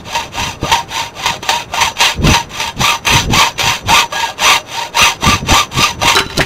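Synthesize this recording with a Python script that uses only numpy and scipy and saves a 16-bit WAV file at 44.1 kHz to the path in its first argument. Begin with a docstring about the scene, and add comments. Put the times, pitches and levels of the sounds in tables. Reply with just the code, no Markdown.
"""Outdoors in a yard, a hacksaw cuts a copper pipe clamped to a steel table, close to a small overloaded microphone.
Each stroke speeds up and slows down: tooth strikes, low shoves and noisy chips excite the metal's resonances.
Some strokes squeal, the table bumps dully, and gusts from the moving hand rumble over a light breeze.
At the end the blade breaks through, and the saw clatters against pipe and table in bursts, rings and thuds."""
import sys
import numpy as np
from scipy import signal
from scipy.fft import rfft, irfft, next_fast_len
from scipy.io import wavfile
from scipy.ndimage import uniform_filter1d, minimum_filter1d, map_coordinates

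SR = 44100
rng = np.random.default_rng(int(sys.argv[2]) if len(sys.argv) > 2 else 0)


def log_audio(samples):
    """Write samples as a 16-bit WAV file to the path given in sys.argv[1]."""
    # one column per channel
    frames = np.atleast_2d(samples).T
    # limit to full scale, then quantise
    limited = np.clip(frames, -1, 1)
    pcm = np.round(limited * 32767).astype(np.int16)
    wavfile.write(sys.argv[1], SR, pcm)


N = 284524
TIME = np.arange(N) / SR
PADDED = next_fast_len(N + SR // 2, real=True)
FREQ = np.fft.rfftfreq(PADDED, 1 / SR)

# saw strokes, push and pull in turn: (start [s], top tooth rate before judder [Hz],
# lag of the fastest moment [stroke lengths], tooth hum before the speed factor [dB],
# pressure at mid stroke [dB], pressure slope around mid stroke [dB per stroke length])
STROKE_TABLE = [(-0.24, 917, 0, -2, -19, 1.5), (0.03, 960.5, 0.06, 7, -21, -8.5),
                (0.302, 974.6, 0.02, 4.5, -19, -9.5), (0.585, 958, 0.11, 9.5, -17.5, -17),
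                (0.865, 1041, -0.056, 1, -18, 2.5), (1.124, 989, -0.025, 7, -20.5, 7.5),
                (1.4, 930.6, 0.044, 4, -19, -6), (1.672, 1044, 0.083, 9, -17.5, 1),
                (1.947, 1004, -0.054, -25, -11, -16.5), (2.201, 939, 0.059, 4, -13, -23.5),
                (2.479, 927.8, 0.11, -3, -20, -16.5), (2.75, 1227, 0.021, 1.5, -11.5, -7.5),
                (3.015, 1013, -0.085, -19, -10, 15), (3.283, 1172, -0.059, 6, -7.5, -6),
                (3.552, 990, 0.02, -2, -14, -9.5), (3.841, 1161, 0.076, 5.5, -5.5, -11.5),
                (4.086, 969, 0.02, 6, -18, -5), (4.36, 1143, 0.014, 6.5, -5.5, -9),
                (4.634, 964, 0.14, 5.5, -19.5, -7), (4.916, 1294, -0.1, 4, -6.5, 0.5),
                (5.185, 1198, 0.0045, 6, -12, -12), (5.44, 1223, 0.12, 5.5, -8, -27),
                (5.695, 1242, 0.0043, -11, -12, -9), (5.974, 1176, 0, 5.5, -11, -7)]
LAST_STROKE_END_S = 6.26


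def undb(db):
    """Decibels to gain."""
    return 10 ** (np.asarray(db) / 20)


def unit(x):
    """Scale to rms 1."""
    return x / np.sqrt(np.mean(x ** 2))


def noise():
    """White noise."""
    return rng.standard_normal(N)


def walk(rate):
    """Smooth random drift with a spread near 1, taking a new value rate times a second."""
    return 1.2 * np.interp(TIME * rate, np.arange(N), noise())


def colour(points):
    """Gain at every frequency from (frequency [Hz], level [dB]) points."""
    hz, db = np.transpose(points)
    return undb(np.interp(np.log(FREQ + 1), np.log(hz), db))


def resonance(hz, width):
    """Response of one resonance, gain 1 at its centre."""
    return 1j * FREQ * width / (hz ** 2 - FREQ ** 2 + 1j * FREQ * width)


def through(x, response):
    """Filter a sound by a frequency response."""
    return irfft(rfft(x, PADDED) * response, PADDED)[:N]


def fade(start, decay):
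    """Sudden onset, then exponential decay to 1/e in decay seconds."""
    return (TIME >= start) * np.exp(-np.maximum(TIME - start, 0) / decay)


def struck(hits, modes):
    """Blows (time [s], level [dB]) ring decaying modes (frequency [Hz], level [dB], t60 [s])."""
    blows = np.zeros(N)
    for s, db in hits:
        blows[int(s * SR)] += undb(db)
    t = TIME[:SR // 2]
    ring = sum(undb(db - 60 * t / t60) * np.sin(2 * np.pi * hz * t) for hz, db, t60 in modes)
    return signal.fftconvolve(blows, ring)[:N]


def stroke_place():
    """Strokes done so far; the fraction is the way along the present one."""
    turns = np.append(np.array(STROKE_TABLE)[:, 0], LAST_STROKE_END_S)
    return np.interp(TIME, turns, np.arange(len(turns)))


def air():
    """Gusts swell and die over a light breeze at the microphone and the faint hush of the yard."""
    # gusts from the moving hand: (peak time [s], level [dB], half width [s])
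    gust_table = [(0.43, -25.5, 0.057), (0.642, -17, 0.01), (0.72, -24, .02), (1.3, -28, 0.034),
                  (1.83, -30.5, .06), (2.269, -7.5, 0.045), (2.805, -16.5, 0.028), (3.135, -16.5, .033),
                  (3.21, -22, 0.039), (3.325, -13, 0.04), (3.675, -21.5, 0.032), (3.9, -18, 0.042),
                  (4.47, -29, 0.052), (5.03, -16, 0.011), (5.28, -9.5, 0.019), (5.35, -17, 0.014),
                  (5.44, -17, 0.029), (5.528, -7, .018), (5.79, -13.5, 0.022), (6.04, -24, .06),
                  (6.42, -20, .06)]
    # the light breeze drops for a while and returns: (time [s], level [dB])
    breeze_levels = [(0, -33.5), (1.1, -36.5), (3.6, -35.5), (4.3, -42), (4.85, -45), (5.3, -34),
                     (6.45, -34)]
    # colour of air buffeting the microphone: (frequency [Hz], relative level [dB])
    buffet_colour = [(20, -11), (45, -3), (90, 2.5), (180, -2.5), (300, -11), (450, -13.5), (900, -35),
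                     (3000, -75)]
    # colour of the yard's hush: (frequency [Hz], relative level [dB])
    hush_colour = [(30, -15), (60, -13), (115, 1.5), (200, -4), (400, -2.5), (1000, -6.5), (4000, -26),
                   (15000, -43)]
    hush_db = -36
    flutter_db, flutter_rate = 2.5, 40  # turbulence of gusts and breeze, changes per second

    gusts = sum(undb(db) * np.exp(-.5 * ((TIME - s) / width) ** 2) for s, db, width in gust_table)
    breeze = undb(np.interp(TIME, *np.transpose(breeze_levels)))
    flow = np.hypot(gusts, breeze) * undb(flutter_db * walk(flutter_rate))
    rumble = flow * unit(through(noise(), colour(buffet_colour)))
    hush = undb(hush_db) * unit(through(noise(), colour(hush_colour)))
    return rumble + hush


def yard(x):
    """Weak, short reflections from the ground and things nearby, as one diffuse tail."""
    tail = unit(noise() * fade(0.0061, 0.02)) / np.sqrt(N)
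    return x + undb(-17.0) * signal.fftconvolve(x, tail)[:N]


def knocks():
    """Each blow is a short noisy clash, a ring of free metal and a thud of the table; dull bumps join in."""
    # blows of the saw: (time [s], clash level [dB], clash centre [Hz], clash decay [s],
    # ring drive [dB], thud drive [dB])
    blow_table = [(6.1518, -3, 4575, 0.0018, -11.5, -33), (6.161, 1, 4160, 0.0016, -5.5, -29),
                  (6.167, -5.5, 1310, 0.026, -39.5, -34), (6.1882, -4.5, 2700, 0.0087, -20, -27),
                  (6.204, -13, 1560, 0.01, -16, -14), (6.2644, -28, 2540, 0.0037, -28, -16),
                  (6.3, -21.5, 1700, 0.0069, -31, -37), (6.312, -38, 2520, 0.008, -27, -55),
                  (6.372, -18, 4900, 0.0065, -18.5, -40), (6.3792, -6.5, 4200, 0.0041, -23, -14),
                  (6.385, -18, 4520, 0.0028, -36, -13), (6.391, -8, 700, 0.018, -40, -5),
                  (6.405, -3.5, 1820, 0.011, -37, -4), (6.4129, -16.5, 2460, 0.026, -24, -13)]
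    # free ring of the struck metal: (frequency [Hz], relative level [dB], t60 [s])
    metal_modes = [(389.2, -2, 0.29), (903, -8, 0.17), (1389, -5.5, 0.17), (2900, -13, 0.18),
                   (3070, -10, 0.15), (3960, 3, 0.092), (5330, -8.5, 0.082), (6901, -31, .15),
                   (8700, -34, 0.077), (8600, -37, 0.088)]
    # low modes of the table: (frequency [Hz], relative level [dB], t60 [s])
    table_modes = [(80, -17, 0.088), (169, -8.5, 0.068), (292.93, 5.5, 0.019)]
    # dull bumps of the table as the saw jolts it: (time [s], drive level [dB])
    bump_hits = [(.630, -7.5), (2.246, -6), (2.29, -1), (3.303, -9.5), (5.021, -16), (5.232, -13),
                 (5.276, -11), (5.334, -25), (5.52, -3.5), (6.05, -9.5)]

    clashes = np.zeros(N)
    for s, db, hz, decay, _, _ in blow_table:
        burst = unit(through(noise(), resonance(hz, .5 * hz) * resonance(hz, 3 * hz)))
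        clashes += undb(db) * fade(s, decay) * burst
    rings = [(s, ring_db) for s, _, _, _, ring_db, _ in blow_table]
    thuds = [(s, thud_db) for s, _, _, _, _, thud_db in blow_table]
    return clashes + struck(rings, metal_modes) + struck(thuds + bump_hits, table_modes)


def arm():
    """Tooth rate, cutting force and hum: the blade slows to a stop at each turn and runs fastest near mid stroke."""
    # teeth catch in the kerf: (time [s], extra force [dB], decay of that extra [s])
    catch_table = [(0.15, 9, 0.016), (0.717, 13, 0.028), (1.258, 12.5, 0.044), (1.427, 15, 0.0079),
                   (1.49, 15, 0.03), (1.737, 10, 0.025), (1.807, 8, 0.047), (2.005, 15, 0.012),
                   (2.268, 8, 0.015), (2.34, 8, 0.031), (2.495, 10, 0.015), (2.6, 7, 0.033),
                   (2.674, 7.5, 0.025), (2.804, 7.5, 0.026), (3.051, 12, 0.013), (3.066, 14.5, 0.019),
                   (3.162, 4.5, 0.03), (3.334, 9, 0.0055), (3.384, 6, 0.015), (3.579, 11.5, 0.021),
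                   (3.593, 12.5, 0.025), (3.885, 10, 0.021), (4.123, 11, 0.022), (4.396, 5, 0.012),
                   (4.552, 3, 0.03), (4.966, 7.5, 0.028), (5.224, 7, 0.023), (5.486, 6.5, 0.032),
                   (5.826, 8.5, 0.029), (6.017, 10.5, 0.016), (6.076, 11, 0.019)]
    # off mid stroke, pressure moves towards the saw's resting weight by this share, over this part of a stroke
    resting_db, ease_share, ease_strokes = -19.5, 0.68, 0.36
    tremble_db, tremble_rate = 1.0, 120  # unevenness of the pressure, changes per second
    breakthrough_s, breakthrough_decay_s = 6.12, 0.04  # the force dies away once the blade is through

    rows, place = np.array(STROKE_TABLE), stroke_place()
    stroke = np.minimum(place.astype(int), len(rows) - 1)
    top_hz, lag, hum_db, mid_db, slope_db = rows[stroke, 1:].T
    along = place % 1
    speed = np.abs(np.sin(np.pi * (along - lag * np.sin(np.pi * along))))  # 1 at the fastest moment

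    off_middle = np.clip(along - .5, -ease_strokes, ease_strokes)
    eased = ease_share * (off_middle / ease_strokes) ** 2
    pressure_db = mid_db + eased * (resting_db - mid_db) + slope_db * off_middle
    catch_db = sum(db * fade(s, decay) for s, db, decay in catch_table)
    pressure = undb(pressure_db + catch_db + tremble_db * walk(tremble_rate))
    in_kerf = np.exp(-np.maximum(TIME - breakthrough_s, 0) / breakthrough_decay_s)
    force = pressure * (speed ** 1.58 + 0.0065) * in_kerf

    tooth_hz = top_hz * speed ** .8
    # slow teeth dig deeper and hum more
    hum = undb(hum_db) / (speed + .45)
    return tooth_hz, force, hum


def squeals(force):
    """Unsteady sine notes, two very high and one lower, of the blade rubbing the kerf walls."""
    # (start [s], end [s], first pitch [Hz], last pitch [Hz], level relative to the cutting force [dB])
    squeal_table = [(2.75, 3.3, 13950, 13620, -24), (3.28, 3.849, 13560, 13600, -21),
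                    (4.106, 4.377, 1660, 1626, -3)]
    out = np.zeros(N)
    for start, end, first_hz, last_hz, db in squeal_table:
        along = np.clip((TIME - start) / (end - start), 0, 1)
        pitch = (first_hz + (last_hz - first_hz) * along) * (1 + .004 * walk(400))
        swell = 2 * np.sqrt(along * (1 - along))  # silent at both ends, 1 halfway
        out += undb(db + 2.9 * walk(50)) * swell * np.sin(2 * np.pi * np.cumsum(pitch) / SR)
    return force * out


def saw(tooth_hz, force, hum):
    """Every tooth shoves the pipe, strikes the kerf and tears a crackling chip; all of it rings the metal."""
    # broad colour of the rasp: (frequency [Hz], relative level [dB])
    rasp_colour = [(100, -17.5), (300, -17), (480, -15.5), (750, -10.5), (1300, 1), (1800, 1.5),
                   (2600, -0.5), (4000, 4.5), (5400, -4.5), (6500, -1), (8000, -16), (9700, -15),
                   (13500, -35.5), (15600, -27)]
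    # resonances of pipe, blade and frame: (frequency [Hz], width [Hz], relative level [dB])
    saw_modes = [(479, 37, -14), (619.7, 12.6, 2.5), (785.6, 14.98, 0), (945, 34.4, 8), (1055, 48, 1),
                 (1196.5, 68, 4), (1475, 49, -0.5), (1683, 20, -1.5), (2380, 28, -28), (2573, 52, 3),
                 (2770, 128, 2), (3320, 31, -2), (3286, 173, 0.5), (3600, 19, -15), (3696, 115, 0),
                 (4045, 107, -4.5), (5000, 36, -5.5), (5960, 2.1, -3.5), (6040, 44, 3), (6370, 110, -7.5),
                 (7150, 210, -10), (7474, 106, -11), (8410, 48, -12)]
    # the freed blade rattles lightly against the pipe: (time [s], drive level [dB])
    rattle_levels = [(6.14, -91), (6.17, -37), (6.25, -36), (6.33, -35), (6.37, -23.5), (6.45, -29)]

    judder_hz = 70 * walk(330) + 20 * walk(45)
    phase = np.cumsum(np.maximum(tooth_hz + judder_hz, 0)) / SR  # counts teeth
    tooth = phase.astype(int)
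    # no two teeth cut equally deep
    bite = undb(2.2 * noise())[tooth]

    wave = np.sin(2 * np.pi * phase) + .3 * np.cos(4 * np.pi * phase)
    shoves = unit(wave * bite ** 2 * undb(2.5 * walk(70))) * hum
    strikes = unit(np.diff(tooth, prepend=0) * bite)
    # sample-by-sample level jumps make the chips crackle; they fade towards the next tooth
    chips = unit(noise() * undb(2.45 * noise()) * bite * np.exp(-(phase % 1) / 0.68))
    rattle = undb(np.interp(TIME, *np.transpose(rattle_levels)) + 4.0 * walk(200)) * noise()
    cutting = undb(-7.5) * strikes + undb(-1.5) * chips + undb(-16.0) * shoves
    drive = force * cutting + rattle

    # the contact point travels along the blade, so each resonance swells and fades on its own
    spectrum = rfft(drive, PADDED)
    ring = np.zeros(N)
    for hz, width, db in saw_modes:
        mode = irfft(spectrum * resonance(hz, width), PADDED)[:N]
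        ring += undb(db + 2.0 * walk(14)) * mode

    # the many weak modes of table and frame smear each click for a few milliseconds
    smear = .3 * rfft(unit(noise() * fade(0, .006)) / np.sqrt(N), PADDED)
    rasp = through(drive, colour(rasp_colour) * (1j + smear))  # 1j: direct part, a quarter turn in phase
    # the echo from the blade's end comes sooner or later as the blade slides: a moving comb
    echo_s = .0022 + 0.001093 * np.cos(np.pi * stroke_place())
    echo = map_coordinates(rasp, [(TIME - echo_s) * SR], order=3)
    rasp = rasp + undb(-9.0) * echo
    return undb(4.0) * rasp + undb(7.5) * ring


def scene():
    """Saw, squeals and blows with their reflections, and the air, at one microphone."""
    tooth_hz, force, hum = arm()
    metalwork = saw(tooth_hz, force, hum) + squeals(force) + knocks()
    return (yard(metalwork) + air())[None]


def record(dry):
    """A fast limiter holds down the loudest peaks, what is left overloads; the top is rounded and cut."""
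    ceiling_db, top_hz = 3, 15700  # limiter ceiling re full scale; steep treble cut
    size = SR // 300  # limiter window, about 3 ms
    gain = np.minimum(1, undb(ceiling_db) / (np.abs(dry) + 1e-9))
    limited = dry * uniform_filter1d(minimum_filter1d(gain, size), size)
    clipped = limited / (1 + limited ** 16) ** (1 / 16)  # near-hard clip at full scale
    rounded = signal.sosfilt(signal.butter(2, 15000, fs=SR, output="sos"), clipped)
    return signal.sosfilt(signal.ellip(12, .1, 80, top_hz, fs=SR, output="sos"), rounded)


dry = scene()
out = record(dry)
log_audio(out)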